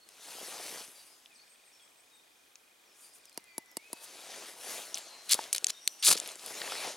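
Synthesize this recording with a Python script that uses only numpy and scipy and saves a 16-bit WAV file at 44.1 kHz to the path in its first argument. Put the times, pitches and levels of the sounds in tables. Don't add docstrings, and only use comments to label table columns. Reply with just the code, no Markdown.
import sys
import numpy as np
from scipy import signal
from scipy.fft import rfft, irfft, next_fast_len
from scipy.io import wavfile
from scipy.ndimage import uniform_filter1d

SR = 44100
rng = np.random.default_rng(int(sys.argv[2]) if len(sys.argv) > 2 else 0)


def bounce(signal):
    frames = np.transpose(np.atleast_2d(signal))
    limited = np.clip(frames, -1, 1)
    pcm = np.round(limited * 32767).astype(np.int16)
    wavfile.write(sys.argv[1], SR, pcm)


def decibels_to_gain(level_db):
    exponent = np.asarray(level_db, float) / 20
    return 10 ** exponent


N = 306936
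SECONDS = np.arange(N) / SR

# pitch_hz, level_db, time to fall 60 dB (fade_s)
ROD = [(1490, -54, 0.012), (3200, -46, 0.024), (4720, -31, 0.012), (6030, -44, 0.023), (6700, -21.5, 0.019),
       (7600, -10.5, 0.003), (8800, -15.5, 0.009), (10880, -12.5, 0.0071), (13420, -50, .008)]


def read(points, hz):
    f, value = np.transpose(points)
    return np.interp(np.log(hz + 1), np.log(f + 1), value)


def evened(x):
    return x / np.sqrt(np.mean(x ** 2) + 1e-20)


def peaked(x, db):
    return decibels_to_gain(db) * x / abs(x).max()


def add(mix, s, sound):
    part = mix[..., round(s * SR):][..., :sound.shape[-1]]
    part += sound[..., :part.shape[-1]]


def sides(pan_db):
    return decibels_to_gain(np.array([.5, -.5])[:, None] * pan_db)


def above(x, hz):
    return signal.sosfilt(signal.butter(N=3, Wn=hz, btype="high", fs=SR, output="sos"), x)


def coloured(x, gain):
    size = next_fast_len(len(x) + 2048)
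    hz = np.fft.rfftfreq(size, 1 / SR)
    return irfft(rfft(x, size) * gain(hz), size)[:len(x)]


def thirds(x, points, low_hz, high_hz):
    def low(f):
        return 1 / (1 + (f / low_hz) ** 4)

    def high(f):
        return 1 - 1 / (1 + (f / high_hz) ** 6)

    def middle(f):
        return 1 - low(f) - high(f)

    return [evened(coloured(x, lambda f: decibels_to_gain(read(points, f)) * share(f))) for share in (low, middle, high)]


def grains(per_s, spread_db, hiss):
    size = decibels_to_gain(spread_db * np.minimum(rng.exponential(1, N), 3.6)) * rng.standard_normal(N)
    clicks = size * (rng.random(N) < per_s / SR)
    return evened(clicks) + hiss * rng.standard_normal(N)


def rung(modes, spread):
    t = np.arange(3000) / SR
    luck = rng.uniform(-1, 1, (len(modes), 2))
    total = np.zeros(len(t))
    for (hz, db, fade_s), (louder, sharper) in zip(modes, luck):
        fading = decibels_to_gain(db + 130 * spread * louder - 60 * t / max(fade_s, .001))
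        total += fading * np.sin(2 * np.pi * hz * (1 + spread * sharper) * t)
    return total


def swells(rows, roundness, low_db):
    peak, rise_ms, fall_ms, db, bright_db = np.transpose(rows)[..., None]
    t = SECONDS[::32]
    span_s = np.where(t < peak, rise_ms, fall_ms).clip(1) / 1000
    shape_db = db - 10 * abs((t - peak) / span_s) ** roundness
    gains = []
    for rel_db in (low_db(db, bright_db), 0, bright_db):
        power = decibels_to_gain(np.maximum(shape_db + rel_db, -200)) ** 2
        gains.append(np.interp(SECONDS, t, np.sqrt(power.sum(0))))
    return np.array(gains)


def woods():
    # pitch_hz, level_db (per Hz)
    air = [(18, -56), (30, -15), (141, -18.5), (295, -6), (2230, -7), (2410, -7), (2610, -12), (3310, -6.5),
           (4300, -13), (9220, -12.5), (16000, -20)]
    # pitch_hz, likeness (0 to 1)
    likeness = [(60, 0.5), (180, 0.88), (550, 0.067), (1650, 0.037), (4970, 0.53), (15000, 1)]
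    frames, hz = N // 256 + 5, np.fft.rfftfreq(1024, 1 / SR)
    a, b, c, d, patches = rng.standard_normal((frames, 513, 5)).T
    patches = evened(uniform_filter1d(uniform_filter1d(patches, 12, 0), 14, 1))
    same = np.clip(read(likeness, hz), -1, 1)[:, None]
    left = a + 1j * b
    right = same * left + np.sqrt(1 - same ** 2) * (c + 1j * d)
    z = np.array([left, right]) * decibels_to_gain(read(air, hz)[:, None] + patches)
    return decibels_to_gain(-65) * evened(signal.istft(z, nperseg=1024, noverlap=768)[1][:, :N])


def trill():
    # time_s, level_db
    loudness = [(1.3, -60), (2, -63.5), (3, -63.5), (3.4, -60.5)]
    beat = (SECONDS - 1.359) * 25
    pips = np.exp(-((beat - np.round(beat)) / 0.1) ** 2) * np.sin(2 * np.pi * 2450 * SECONDS)
    odd = (beat - 1) / 2
    pips += 1.5 * np.exp(-((odd - np.round(odd)) / .008) ** 2) * np.sin(2 * np.pi * 3500 * SECONDS)
    return pips * decibels_to_gain(np.interp(SECONDS, *np.transpose(loudness), left=-150, right=-150))


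def phrase(count):
    start_s, gap_s, length_s = 1.33, .157, 0.063
    return [(start_s + k * gap_s, length_s, 8850, 8040, -64.5 - 0.76 * k) for k in range(count)]


def note(start, length, hz0, hz1, db, waver, early):
    u = np.linspace(0, 1, max(round(length * SR), 9))
    drift, shake = rng.standard_normal((2, SR // 2))[:, :len(u)]
    hz = np.interp(u, [0, .35, 1], [hz0, hz0 + early * (hz1 - hz0), hz1])
    hz = uniform_filter1d(hz, len(u) // 5, mode="nearest")
    hz *= 1 + waver * evened(uniform_filter1d(drift, 70))
    flutter = 1 + 0.35 * evened(uniform_filter1d(shake, 300))
    tone = np.sin(2 * np.pi * np.cumsum(hz) / SR)
    return np.sqrt(2) * decibels_to_gain(db) * flutter * tone * signal.windows.tukey(len(u), .45)


def birds():
    # start_s, length_s, start_hz, end_hz, level_db
    whistles = [(0, 0.053, 4400, 4300, -66.5), (0.942, 0.084, 4740, 4680, -62),
                (1.298, 0.051, 2600, 2350, -66.5), (1.345, .028, 6500, 4080, -60),
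                (1.372, 0.064, 4130, 4580, -62), (1.05, 0.13, 5310, 5180, -69.5),
                (2.845, 0.1, 6000, 4990, -71), (3.012, 0.076, 4720, 4760, -65.5),
                (3.1, 0.041, 4950, 5000, -68), (3.235, .078, 6700, 4280, -68),
                (3.31, 0.07, 4250, 4170, -72), (3.46, 0.097, 4650, 4490, -71),
                (3.366, 0.428, 2090, 1977, -68), (3.442, 0.17, 2570, 2250, -66),
                (3.678, 0.065, 6160, 5070, -67), (3.942, .102, 4660, 4570, -68),
                (5.73, 0.081, 3660, 3710, -60), (5.807, .06, 5600, 5850, -58),
                (5.99, 0.033, 8650, 8660, -55)]
    # start_s, length_s, start_hz, end_hz, level_db
    hooks = [
        (1.72, .07, 5850, 5400, -65),
        (1.785, .075, 3750, 3260, -68),
        (2.105, .1, 3950, 3700, -67),
        (3.75, .28, 1910, 2580, -62.5),
    ]
    # start_s, length_s, start_hz, end_hz, level_db
    buzzes = [(3.003, .075, 8300, 8700, -63), (3.13, .04, 8700, 8800, -60), (5.0, .267, 4300, 4110, -60),
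              (4.93, .14, 7600, 7350, -59.5), (5.64, .38, 5680, 5700, -64), (5.988, .062, 5620, 5720, -56),
              (5.845, .098, 5950, 5850, -58.5), (5.84, .03, 8600, 8650, -60)]
    direct = np.zeros(N)
    for row in whistles:
        add(direct, row[0], note(*row, waver=0.011, early=.52))
    for row in hooks:
        add(direct, row[0], note(*row, waver=0.009, early=.95))
    for row in buzzes + phrase(count=6):
        add(direct, row[0], note(*row, waver=0.0253, early=.52))
    t = np.arange(SR // 2) / SR
    echoes = rng.standard_normal((2, len(t))) * decibels_to_gain(-60 * t / .85)
    echoes /= np.linalg.norm(echoes[0])
    wet = signal.oaconvolve(direct[None], echoes, axes=1)[:, :N]
    return direct * sides(0.52) + decibels_to_gain(-2.5) * wet + trill()


def sleeve():
    # pitch_hz, level_db (per Hz)
    cloth = [(24, -65), (40, -46), (112, -22.5), (412, -4.5), (680, -2), (1240, -7), (1760, -7.5),
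             (2210, -6.5), (6650, -5.5), (7540, -6), (9940, -1.5), (12800, -10), (16000, -20.5)]
    # peak_s, rise_ms, fall_ms, rub level_db, brightness_db
    moves = [(.1, 44, 160, -62.5, -8), (.31, 125, 160, -51.5, -3.5), (.47, 164, 91, -48.5, -3),
             (.56, 83, 130, -47.5, -7.5), (.69, 110, 106, -47.5, -2), (.78, 89, 104, -49.5, -4),
             (.95, 310, 250, -62.5, 2), (1.5, 2400, 1500, -69, -9.5), (3.05, 89, 53, -67.5, 8),
             (3.1, 450, 1100, -68.5, -29), (3.16, 23, 30, -70, 10), (4.048, 26, 10, -56.5, 8.5),
             (4.2, 300, 300, -53.5, -6), (4.39, 174, 190, -48.5, -11.5), (4.48, 20, 75, -69, 12),
             (4.72, 120, 152, -44.5, -2), (5.03, 280, 250, -53, -11.5), (5.41, 162, 100, -47.5, -7),
             (5.62, 180, 290, -57, -8), (5.92, 84, 71, -64.5, 4), (6.29, 258, 73, -48, -7),
             (6.5, 122, 240, -48, -4.5), (6.72, 214, 185, -43, -7.5), (6.86, 114, 87, -41.5, -13)]
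    # time_s, peak_db, pitch_hz
    pops = [(0.246, -49, 2340), (0.369, -49, 657), (0.385, -41, 780), (0.429, -41.5, 412),
            (0.484, -40, 503), (0.524, -44, 676), (0.588, -39, 540), (0.599, -35.5, 690), (0.663, -44, 623),
            (0.746, -44, 487), (0.774, -44, 960), (0.809, -46, 430), (0.882, -53, 314), (4.969, -35, 2450),
            (5.349, -34, 537), (5.39, -33, 507), (5.3913, -22.5, 950), (6.128, -28.5, 523),
            (6.155, -32.5, 476), (6.618, -26, 1730), (6.677, -28.5, 1020), (6.721, -28, 1330),
            (6.754, -29, 700), (6.785, -41, 740), (6.849, -32, 800)]
    folds = thirds(grains(650, 4.0, .75), cloth, 1150, 6800)[0]
    threads = thirds(grains(7000, 2.1, 1.0), cloth, 850, 7000)[1:]
    level = swells(moves, 1.9, lambda db, bright: -7.5 + 0.16 * (db + 47) - 0.16 * bright)
    rub = (level * ([folds] + threads)).sum(0)
    _, _, z = signal.stft(rub, SR, nperseg=512)
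    patches = rng.standard_normal(z.shape[::-1]).T
    patches = evened(uniform_filter1d(uniform_filter1d(patches, 7, 0), 9, 1))
    rub = signal.istft(z * decibels_to_gain(1.95 * patches), SR, nperseg=512)[1][:N]
    for s, db, hz in pops:
        pop = rung([(hz, 0, .016), (hz * 1.82, -4, .008), (hz * 2.63, -8, .005)], 0.08)
        add(rub, s, peaked(above(pop, 0.43 * hz), db))
    return rub


def knocks():
    # time_s, peak_db, thud_db (against the clack)
    blows = [
        (3.3755, -20, -14.5),
        (3.5802, -18, -13.5),
        (3.7694, -16.5, -16),
        (3.9303, -18.5, -15),
    ]
    # pitch_hz, level_db, fade_s (to fall 60 dB)
    bottle = [(2180, -5, 0.0086), (2870, -16, 0.035), (4620, -15, 0.036), (5730, -7, 0.013),
              (4950, 1, 0.0078), (7600, 6.5, 0.0029), (8100, -3, 0.015), (9190, 7.5, 0.0054),
              (9820, 5.5, 0.0058), (10980, 2.5, 0.016), (12500, -26, 0.0067), (15300, -12, .005)]
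    # pitch_hz, level_db, fade_s (to fall 60 dB)
    stove = [(335, 7.5, 0.019), (480, 18, 0.0072), (687, 8.5, 0.022), (917, 8, 0.032)]
    out, t = np.zeros(N), np.arange(300) / SR
    for s, db, thud_db in blows:
        rattle = rng.standard_normal(len(t)) * decibels_to_gain(-18.0 - 60 * t / 0.012)
        rattle[0] = 1
        clack = signal.oaconvolve(rung(bottle, .012), rattle)
        add(out, s + 0.00037, peaked(above(clack, 1900), db))
        thud = np.convolve(rung(stove, 0.036), np.hanning(16))
        add(out, s + 0.00135, peaked(above(above(thud, 217), 110), db + thud_db + 1))
    return out


def ticks(rows, chatter_s):
    out, t = np.zeros(N), np.arange(600) / SR
    for s, db, hz in rows:
        snap = rung([(hz, 0, .0028), (hz * 1.31, -4, .002), (hz * 1.29, -4, .0025), (hz * 2.63, -8, .002)], 0.15)
        near = [(f, level - 3 * abs(np.log2(f / hz)), fade_s) for f, level, fade_s in ROD]
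        near.append((hz, 0, .007))
        body = peaked(snap, 0) + peaked(rung(near, .02), -6)
        fading = 0.17 * decibels_to_gain(-60 * t / max(chatter_s, .0005)) + decibels_to_gain(-38 - 60 * t / 0.028)
        slips = rng.standard_normal(len(t)) * fading
        slips[0] = 1
        contact = np.convolve(slips, np.hanning(6))
        add(out, s + 0.00041, peaked(above(signal.oaconvolve(body, contact), 2450), db))
    return out


def creaks():
    # time_s, peak_db, loudest pitch_hz
    rows = [(0.089, -34, 10300), (1.259, -39, 3600), (2.5558, -36, 5530), (3.1844, -48, 11500),
            (3.2547, -35.5, 9600), (3.2954, -43, 9200), (3.3278, -45.5, 9600), (3.3444, -43, 10500),
            (3.405, -49, 10600), (3.441, -42, 10200), (3.6594, -45, 10000), (3.714, -43, 11200),
            (3.8444, -49.5, 10430)]
    return ticks(rows, chatter_s=.0065)


def strikes():
    # time_s, peak_db, loudest pitch_hz
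    rows = [(4.9436, -18.5, 5840), (4.9544, -29, 4800), (4.9735, -24, 3500), (5.3242, -18, 10700),
            (5.3278, -11, 6160), (5.3332, -5, 5000), (5.3423, -9, 10400), (5.4397, -29, 5130),
            (5.5288, -7.5, 7800), (5.5479, -24, 4700), (5.5613, -34, 8900), (5.581, -13.5, 6700),
            (5.6436, -6, 7600), (5.668, -9.5, 6740), (5.7045, -14.5, 7000), (5.876, -7, 4430),
            (5.8762, -7.5, 9300)]
    return ticks(rows, chatter_s=.0045)


def sparks():
    # time_s, peak_db, loudest pitch_hz
    rows = [(6.0255, -23, 3500), (6.0593, -30, 4400), (6.0672, -9, 4600), (6.077, -8, 8800),
            (6.0831, -15, 4430), (6.1035, -7, 9310), (6.1134, -24, 9180), (6.126, -9, 7800),
            (6.1504, -30, 4020), (6.1674, -23, 5810), (6.1753, -21, 4600), (6.1999, -15, 7600),
            (6.2597, -32, 4100), (6.2751, -24, 10500), (6.289, -29.5, 3470), (6.301, -33, 7500),
            (6.3174, -31, 8950), (6.356, -29, 8000), (6.3944, -33, 5580), (6.4617, -22.5, 9100),
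            (6.6159, -24, 4900)]
    return ticks(rows, chatter_s=.0055)


def strokes():
    # time_s, pressure_db
    pressures = [
        [(5.288, -43), (5.296, -33.5), (5.322, -26), (5.334, -31), (5.338, -53), (5.344, -34), (5.358, -50)],
        [(6.024, -47), (6.029, -29), (6.05, -30), (6.075, -27), (6.09, -26.5), (6.101, -37), (6.115, -24.5),
         (6.123, -36), (6.131, -27.5)],
    ]
    richness = [-0.5, 2]
    # peak_s, rise_ms, fall_ms, pressure_db, brightness_db
    short_slips = [(4.947, 2, 14, -44, 0), (4.978, 14, 30, -46.5, -9), (5.532, 2, 5, -42, 14),
                   (5.55, 3, 3, -29, -1), (5.562, 2, 11, -36, -3), (5.685, 3, 5, -36, -3),
                   (5.702, 7, 4, -31, -5), (6.152, 20, 7, -35, -9), (6.177, 12, 10, -39, -1)]
    # pitch_hz, level_db (per Hz)
    grit = [(59, -56), (100, -24.5), (452, -10.5), (1010, -13.5), (1200, -11), (1800, -14.5), (3700, -4.5),
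            (4290, -1.5), (6290, -5), (10200, -1.5), (16000, -25)]
    low, middle, high = thirds(grains(11000, 2.2, .8), grit, 1720, 5100)
    ring = signal.oaconvolve(grains(700, 5.0, .1), above(rung(ROD, 0.0066), 1300))[:N]
    middle = evened(middle + .75 * evened(ring))
    level = swells(short_slips, 1.3, lambda db, bright: -19.5)
    for rows, spark_db in zip(pressures, richness):
        s, db = np.transpose(rows)
        since = SECONDS - s[0]
        lift_db = -10 * np.clip((SECONDS - s[-1]) / 0.0032, 0, 20)
        pressure_db = np.interp(SECONDS, s, db, left=-150) + lift_db
        body_db = np.interp(since, [.03, .058], [-34, -8.5 + spark_db])
        edge_db = np.interp(since, [0, 0.033], [-32, 4 + spark_db])
        level = level + decibels_to_gain(pressure_db + np.array([body_db, 0 * since, edge_db]))
    level = uniform_filter1d(level, 60, axis=1)
    return (level * [low, middle, high]).sum(0)


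def scene():
    # pitch_hz, side level_db (against the middle)
    width = [(60, -16), (130, -16), (290, -20), (640, -2), (1410, 2), (3100, -8), (6820, 0.5), (15000, -8)]
    hands = sleeve() + creaks() + strikes() + sparks() + strokes()
    near = hands + knocks()
    scatter = rng.standard_normal(400) * np.exp(-np.arange(400) / 90)
    loose = signal.oaconvolve(near, scatter / np.linalg.norm(scatter))[:N]
    side = coloured(hands, lambda f: np.exp(1.05j + 0 * f)) + .5 * loose
    side = coloured(side, lambda f: decibels_to_gain(read(width, f) - 10.5))
    return woods() + birds() + near + np.array([side, -side])


def top_cut(x):
    return signal.sosfilt(signal.butter(12, 16810, fs=SR, output="sos"), x)


def record(dry):
    edge = signal.firwin(255, 16100, window=("kaiser", 9), fs=SR)
    return top_cut(signal.oaconvolve(dry, edge[None], "same"))


dry = scene()
out = record(dry)
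bounce(out)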